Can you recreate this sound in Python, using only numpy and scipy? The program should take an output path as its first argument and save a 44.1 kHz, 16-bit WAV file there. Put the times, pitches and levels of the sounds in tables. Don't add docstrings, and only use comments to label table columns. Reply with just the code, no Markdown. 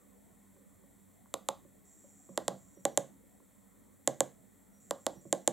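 import sys
import numpy as np
from scipy import signal
from scipy.fft import rfft, irfft, next_fast_len
from scipy.io import wavfile
from scipy.ndimage import uniform_filter1d

SR = 44100
rng = np.random.default_rng(int(sys.argv[2]) if len(sys.argv) > 2 else 0)


def magnitude_from_level(level_db):
    exponent = np.asarray(level_db, float) / 20
    return 10 ** exponent


def output_pcm(signal):
    pcm = np.clip(np.atleast_2d(signal).T, -1, 1) * 32767
    wavfile.write(sys.argv[1], SR, np.round(pcm).astype(np.int16))


N = 243431

# press_s, release_s, key
STROKES = [
    (1.34035, 1.48735, "corner"),
    (2.37598, 2.48068, "arrow"),
    (2.85258, 2.97478, "centre"),
    (4.07528, 4.20558, "centre"),
    (4.90918, 5.06578, "arrow"),
    (5.32708, 5.47628, "centre"),
]
# press_db, release_db
STROKE_FORCE = [(-.1, -0.8), (1.5, -0.14), (0, 1), (0.4, 1.2), (-1.3, -0.4), (0.3, 1.4)]
PRESS_LEVELS = {"corner": (-14.5, -28.5, -38, -27.5, -18), "arrow": (-13.5, -24, -30, -24, -20.5),
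                "centre": (-5, -19.5, -29, -23.5, -15)}
RELEASE_LEVELS = {"corner": (-10, -27.5, -20, -23, -14.5), "arrow": (-10, -22, -23.5, -24, -17),
                  "centre": (-2.55, -20, -22.5, -24, -15)}
KEY_SEATS = {"corner": (1, -9, 0.13), "arrow": (-1.17, .1, -0.0093), "centre": (1, 1.5, .1)}
LATE_REBOUND = {"corner": (.0008, -12, 0.00021), "arrow": (.0011, -32, 0.00045),
                "centre": (.0008, -25, .0006)}
# pitch_hz, level_db, t60_s
DOME_MODES = [(6294, -3, 0.0011), (7340, 2.5, 0.0018), (8440, -6, 0.0015)]
# pitch_hz, level_db, t60_s
CAP_MODES = [(3370, 5, 0.0022), (3500, -11.5, 0.0014)]
# pitch_hz, level_db, t60_s
RIM_MODES = [(10020, 7.5, 0.002), (11380, 0.5, 0.0011), (12900, -6.5, 0.0043), (14400, -18.5, 0.001)]
# pitch_hz, level_db, t60_s
THUD_MODES = [(338.6, -9, .016), (567, 1, 0.0098)]
# pitch_hz, level_db, t60_s
CASE_MODES = [(138.3, -19.5, 0.22), (187.4, -17.5, 0.16), (251.6, -19.5, 0.1), (330.6, -13.5, 0.037),
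              (470, -29, 0.017), (554.5, -11, 0.099), (662, -2.5, 0.017), (776, -16, 0.11),
              (863, -19, 0.031)]
# pitch_hz, level_db, t60_s
SHELL_MODES = [(811, 8, 0.013)]
# pitch_hz, level_db, t60_s
LID_MODES = [(1076.5, 8.5, 0.0096), (1347, 6.5, 0.0053), (1555, -14.5, 0.02), (1946, 1.5, 0.0081),
             (2297, 0.5, 0.0046)]
# start_s, peak_db, lid_db, desk_db
TOUCHES = [(0.429, -74, 5, -8), (0.565, -60, 3, -1), (0.836, -55, -2, -15), (1.258, -66, 20, -22),
           (1.647, -52, -4, 6), (2.04, -43, -19, -16.5), (2.29, -41.5, -8, 4.5), (2.518, -52.5, -16, 19),
           (2.77, -45, -12, 0), (3.234, -60.5, -4, 4), (3.402, -57, 9, -5), (5.157, -53.5, -16, 14.5),
           (5.253, -39.5, -14, 3.5)]
# pitch_hz, t60_s
ROOM_DECAY = [(100, .36), (500, 0.17), (2000, 0.3), (5000, 0.28), (8000, 0.31), (14000, 0.17)]
# pitch_hz, level_db
ROOM_LEVEL = [(100, -4.5), (500, -6), (1500, -13), (3500, -18), (5000, -16), (7000, -20.5), (10000, -23.5),
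              (14000, -14)]
# pitch_hz, likeness (0-1)
ROOM_ALIKE = [(60, .5), (300, .85), (1400, .85), (2500, .99), (6500, .99), (9000, .8), (14000, .3)]
# pitch_hz, left_minus_right_db
DEVICE_LEAN = [(100, -4), (250, -6.5), (400, -6), (700, -3.8), (1290, -1), (2400, 0), (6000, -.3),
               (8500, -3), (14000, -2)]
# pitch_hz, left_lead_radians
DEVICE_LEAD = [(100, .1), (500, .3), (950, .4), (2500, 0), (10000, -.1), (12000, 1.7), (14000, 1.2)]
# pitch_hz, width_hz, depth (0-1)
HOUSING_DIPS = [(2697, 1250, 0.65), (4920, 300, 0.43), (16500, 5300, 0)]
# start_s, end_s, first_db, last_db
MOTOR_BUZZ = [
    (1.845, 2.354, -65, -66),
    (2.352, 2.75, -66.5, -69.5),
    (2.79, 3.08, -69, -89),
    (4.797, 5.156, -66, -67),
    (5.208, 5.523, -65, -76),
]
# start_s, end_s, level_db
MOTOR_WHISTLE = [
    (1.85, 2.4, -93),
    (2.75, 2.815, -75.5),
    (2.833, 2.962, -74),
    (4.728, 4.796, -77),
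    (5.152, 5.214, -72.5),
    (5.36, 5.5, -83),
]
# pitch_hz, width_hz, level_db
BARREL_MODES = [(5870, 270, -5), (6770, 760, -2), (7630, 310, 4), (8670, 300, -3)]
# pitch_hz, level_db (per Hz)
RUMBLE_SPECTRUM = [(12, -61.5), (20, -27.5), (86, -9), (143, -10.5), (206, -6), (347, -13.5), (536, -12.5),
                   (769, -19), (1370, -26), (1500, -34.5), (1950, -46.5), (3300, -120)]
# pitch_hz, level_db (per Hz)
HISS_SPECTRUM = [(880, -45), (1500, -3), (1690, -10.5), (1770, 0), (1990, -1), (2870, -16.5), (3230, -9),
                 (4330, -12.5), (4970, -22.5), (5490, -13.5), (6610, -8.5), (7510, 4), (8970, -4.5),
                 (12800, -3.5), (15700, -5.5)]
# pitch_hz, likeness (0-1)
FLOOR_ALIKE = [(60, .1), (300, .2), (640, 0), (1400, .5), (2500, .93), (6000, .95), (7500, .8), (9000, .3),
               (15000, .1)]
# pitch_hz, left_minus_right_db
FLOOR_LEAN = [(60, -4.5), (240, -4), (950, 0.5), (3770, 0.5), (15000, 0)]
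# pitch_hz, width_hz, level_db
DRONE_HUMS = [(50.6, 5, -83), (94.3, 6.5, -81), (196.8, 15, -72.5), (277.7, 21, -77.5)]


def along(points, hz):
    point_hz, values = np.transpose(points)
    return np.interp(np.log(hz + 1), np.log(point_hz + 1), values)


def unit(x):
    return x / np.sqrt(np.mean(x ** 2) + 1e-20)


def filtered(x, response):
    size = next_fast_len(N + SR // 2)
    hz = np.fft.rfftfreq(size, 1 / SR)
    return irfft(rfft(x, size) * response(hz), size)[..., :N]


def resonance(hz, centre_hz, width_hz):
    loss = 1j * hz * width_hz
    return loss / (centre_hz ** 2 - hz ** 2 + loss)


def add(track, start_s, sound):
    part = track[..., round(start_s * SR):][..., :sound.shape[-1]]
    part += sound[..., :part.shape[-1]]


def late(sound, delay_s):
    return np.roll(sound, round(delay_s * SR))


def ring(modes, attack_s, scatter_db, sense=1):
    t = np.arange(SR // 3) / SR
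    out = np.zeros(len(t))
    for k, (pitch_hz, level_db, t60_s) in enumerate(modes):
        decay_db = level_db + scatter_db * rng.standard_normal() - 60 * t / t60_s
        out += sense ** k * magnitude_from_level(decay_db) * np.sin(2 * np.pi * pitch_hz * t)
    return out * (1 - np.exp(-(t / attack_s) ** 2))


def snap(levels, key, strength_db, rebound_db):
    dome_db, case_db, shell_db, lid_db, cap_db = levels
    cap_sense, upper_lid_db, rim_db = KEY_SEATS[key]
    late_delay_s, late_rebound_db, case_delay_s = LATE_REBOUND[key]

    tick = magnitude_from_level(dome_db) * ring(DOME_MODES, 0.0001, 1.0, -0.97)
    tick = tick + cap_sense * magnitude_from_level(cap_db) * ring(CAP_MODES, 0.00008, 0.18, -0.79)
    rim_level_db = -20.5 + rim_db + 0.51 * dome_db
    tick = tick + magnitude_from_level(rim_level_db) * ring(RIM_MODES, 0.00008, 1.2, -1.27)
    rebound = magnitude_from_level(rebound_db) * late(tick, 0.00042)
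    late_rebound = magnitude_from_level(late_rebound_db) * late(tick, late_delay_s)

    knock = magnitude_from_level(16) * ring(THUD_MODES, 0.0016, 0.23) + magnitude_from_level(-3) * ring(CASE_MODES, 0.0014, 4.5)
    shell = magnitude_from_level(shell_db) * ring(SHELL_MODES, 0.0028, 1.0)
    body = late(magnitude_from_level(case_db) * knock - shell, case_delay_s)

    lid = ring(LID_MODES[:1], 0.00084, 0.8) + magnitude_from_level(upper_lid_db) * ring(LID_MODES[1:], 0.00076, 1.0)
    lid = late(magnitude_from_level(lid_db) * lid, case_delay_s + 0.00018)
    return magnitude_from_level(strength_db) * (body + lid + tick + rebound + late_rebound)


def keys():
    out = np.zeros((2, N))
    for (press_s, release_s, key), (press_db, release_db) in zip(STROKES, STROKE_FORCE):
        press = -snap(PRESS_LEVELS[key], key, press_db, rebound_db=-18.5)
        release = snap(RELEASE_LEVELS[key], key, release_db, rebound_db=-21)
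        for start_s, sound in ((press_s, press), (release_s, release)):
            add(out, start_s, sound)
            add(out, start_s, room(sound))
    return out


def finger():
    out = np.zeros((2, N))
    for start_s, peak_db, lid_db, desk_db in TOUCHES:
        thud = magnitude_from_level(10.5) * ring(THUD_MODES, 0.0028, 3.3, -0.47)
        case = magnitude_from_level(0.5) * ring(CASE_MODES[4:6], 0.0026, 2.3)
        desk = magnitude_from_level(desk_db + 7.5) * ring(CASE_MODES[:4], 0.0047, 1.2)
        lid = magnitude_from_level(lid_db - 7) * ring(LID_MODES[:2], 0.0013, 1.6)
        sound = magnitude_from_level(peak_db + 3.5) * (thud + case + desk + lid)
        add(out, start_s, sound)
        add(out, start_s, room(sound))
    return out


def room(sound):
    hz, t, z = signal.stft(rng.standard_normal((2, SR // 2)), SR, nperseg=128)
    z = z * magnitude_from_level(-60 * t / along(ROOM_DECAY, hz)[:, None])
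    z = z / np.sqrt(np.sum(abs(z) ** 2, axis=2, keepdims=True))
    energy = np.linalg.norm(signal.istft(z[0], SR, nperseg=128)[1])
    angle = np.arccos(along(ROOM_ALIKE, hz))[:, None] / 2
    mid, side = z[0] * np.cos(angle), z[1] * np.sin(angle)
    pair = np.array([mid + side, mid - side]) * magnitude_from_level(along(ROOM_LEVEL, hz))[:, None]
    tail = signal.istft(pair, SR, nperseg=128)[1]
    delayed = np.pad(sound[:SR // 8], (90, 0))
    return signal.fftconvolve(delayed[None], tail / energy, axes=1)


def lens_motor():
    t = np.arange(N) / SR
    step_hz, whistle_hz = 302, 5776
    when_s = np.arange(int(N / SR * step_hz)) / step_hz
    chance = rng.standard_normal((len(when_s), 2))
    jittered_s = when_s + 0.00001 * chance[:, 0]
    index = np.clip(np.round(jittered_s * SR).astype(int), 0, N - 1)
    step_db = -8.5 * (np.arange(len(when_s)) % 2) - chance[:, 1]
    steps = np.bincount(index, magnitude_from_level(step_db), N)

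    def barrel(hz):
        total = 0
        for centre_hz, width_hz, level_db in BARREL_MODES:
            sign = -1 if 7100 < centre_hz < 7900 else 1
            total = total + sign * magnitude_from_level(level_db) * resonance(hz, centre_hz, width_hz)
        return total ** 2

    def gate(start_s, end_s):
        return np.clip(np.minimum(t - start_s, end_s - t) / 0.008, 0, 1)

    rattle = unit(filtered(unit(steps) + rng.standard_normal(N), barrel))
    buzz = np.zeros(N)
    for start_s, end_s, first_db, last_db in MOTOR_BUZZ:
        buzz += gate(start_s, end_s + 0.012) * magnitude_from_level(np.interp(t, [start_s, end_s], [first_db, last_db]))
    whistle = sum(gate(start_s, end_s) * magnitude_from_level(level_db) for start_s, end_s, level_db in MOTOR_WHISTLE)
    phase = 2 * np.pi * whistle_hz * t
    tone = np.sqrt(2) * (np.sin(phase) + magnitude_from_level(-10) * np.sin(2 * phase))
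    return (buzz * rattle + whistle * tone) * magnitude_from_level([[-0.6], [0.6]])


def rush(spectrum, patchy_db):
    z = signal.stft(rng.standard_normal((2, N)), nperseg=1024)[2]
    field = uniform_filter1d(rng.standard_normal(z.shape[1:]), size=3, axis=0)
    field = uniform_filter1d(field, size=8, axis=1)
    pair = signal.istft(z * magnitude_from_level(patchy_db * unit(field)), nperseg=1024)[1][:, :N]

    def mid_side(hz):
        angle = np.arccos(np.clip(along(FLOOR_ALIKE, hz), -1, 1)) / 2
        return magnitude_from_level(along(spectrum, hz)) * [np.cos(angle), np.sin(angle)]

    def lean(hz):
        return magnitude_from_level(np.outer([0.5, -0.5], along(FLOOR_LEAN, hz)))

    mid, side = filtered(pair, mid_side)
    return unit(filtered(np.array([mid + side, mid - side]), lean))


def hum(centre_hz, width_hz):
    noise = rng.standard_normal((2, N))
    return unit(filtered(noise, lambda hz: np.exp(-((hz - centre_hz) / width_hz) ** 2)))


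def floor():
    rumble = magnitude_from_level(-66) * rush(RUMBLE_SPECTRUM, patchy_db=3.0)
    hiss = magnitude_from_level(-68.5) * rush(HISS_SPECTRUM, patchy_db=0.1)
    drone = sum(magnitude_from_level(level_db + 5) * hum(centre_hz, width_hz) for centre_hz, width_hz, level_db in DRONE_HUMS)
    return filtered(rumble + hiss + drone, lambda hz: hz < 15900)


def microphone(hz):
    difference = along(DEVICE_LEAN, hz) * np.log(10) / 20 + 1j * along(DEVICE_LEAD, hz)
    ports = np.exp(np.outer([0.5, -0.5], difference))
    bass_cut = (1j * hz / (107.3 + 1j * hz)) ** 4
    dips = 1
    for centre_hz, width_hz, depth in HOUSING_DIPS:
        dips = dips * (1 - np.clip(depth, 0, 1) * resonance(hz, centre_hz, width_hz))
    return ports * bass_cut * dips


def scene():
    device = filtered(keys() + finger(), microphone)
    return device + lens_motor() + floor()


def band_limit(x):
    return signal.sosfilt(signal.butter(12, 17000, fs=SR, output="sos"), x)


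def record(dry):
    heard = filtered(dry, lambda hz: 1 / (1 + (hz / 16400) ** 60))
    return band_limit(heard)


dry = scene()
out = record(dry)
output_pcm(out)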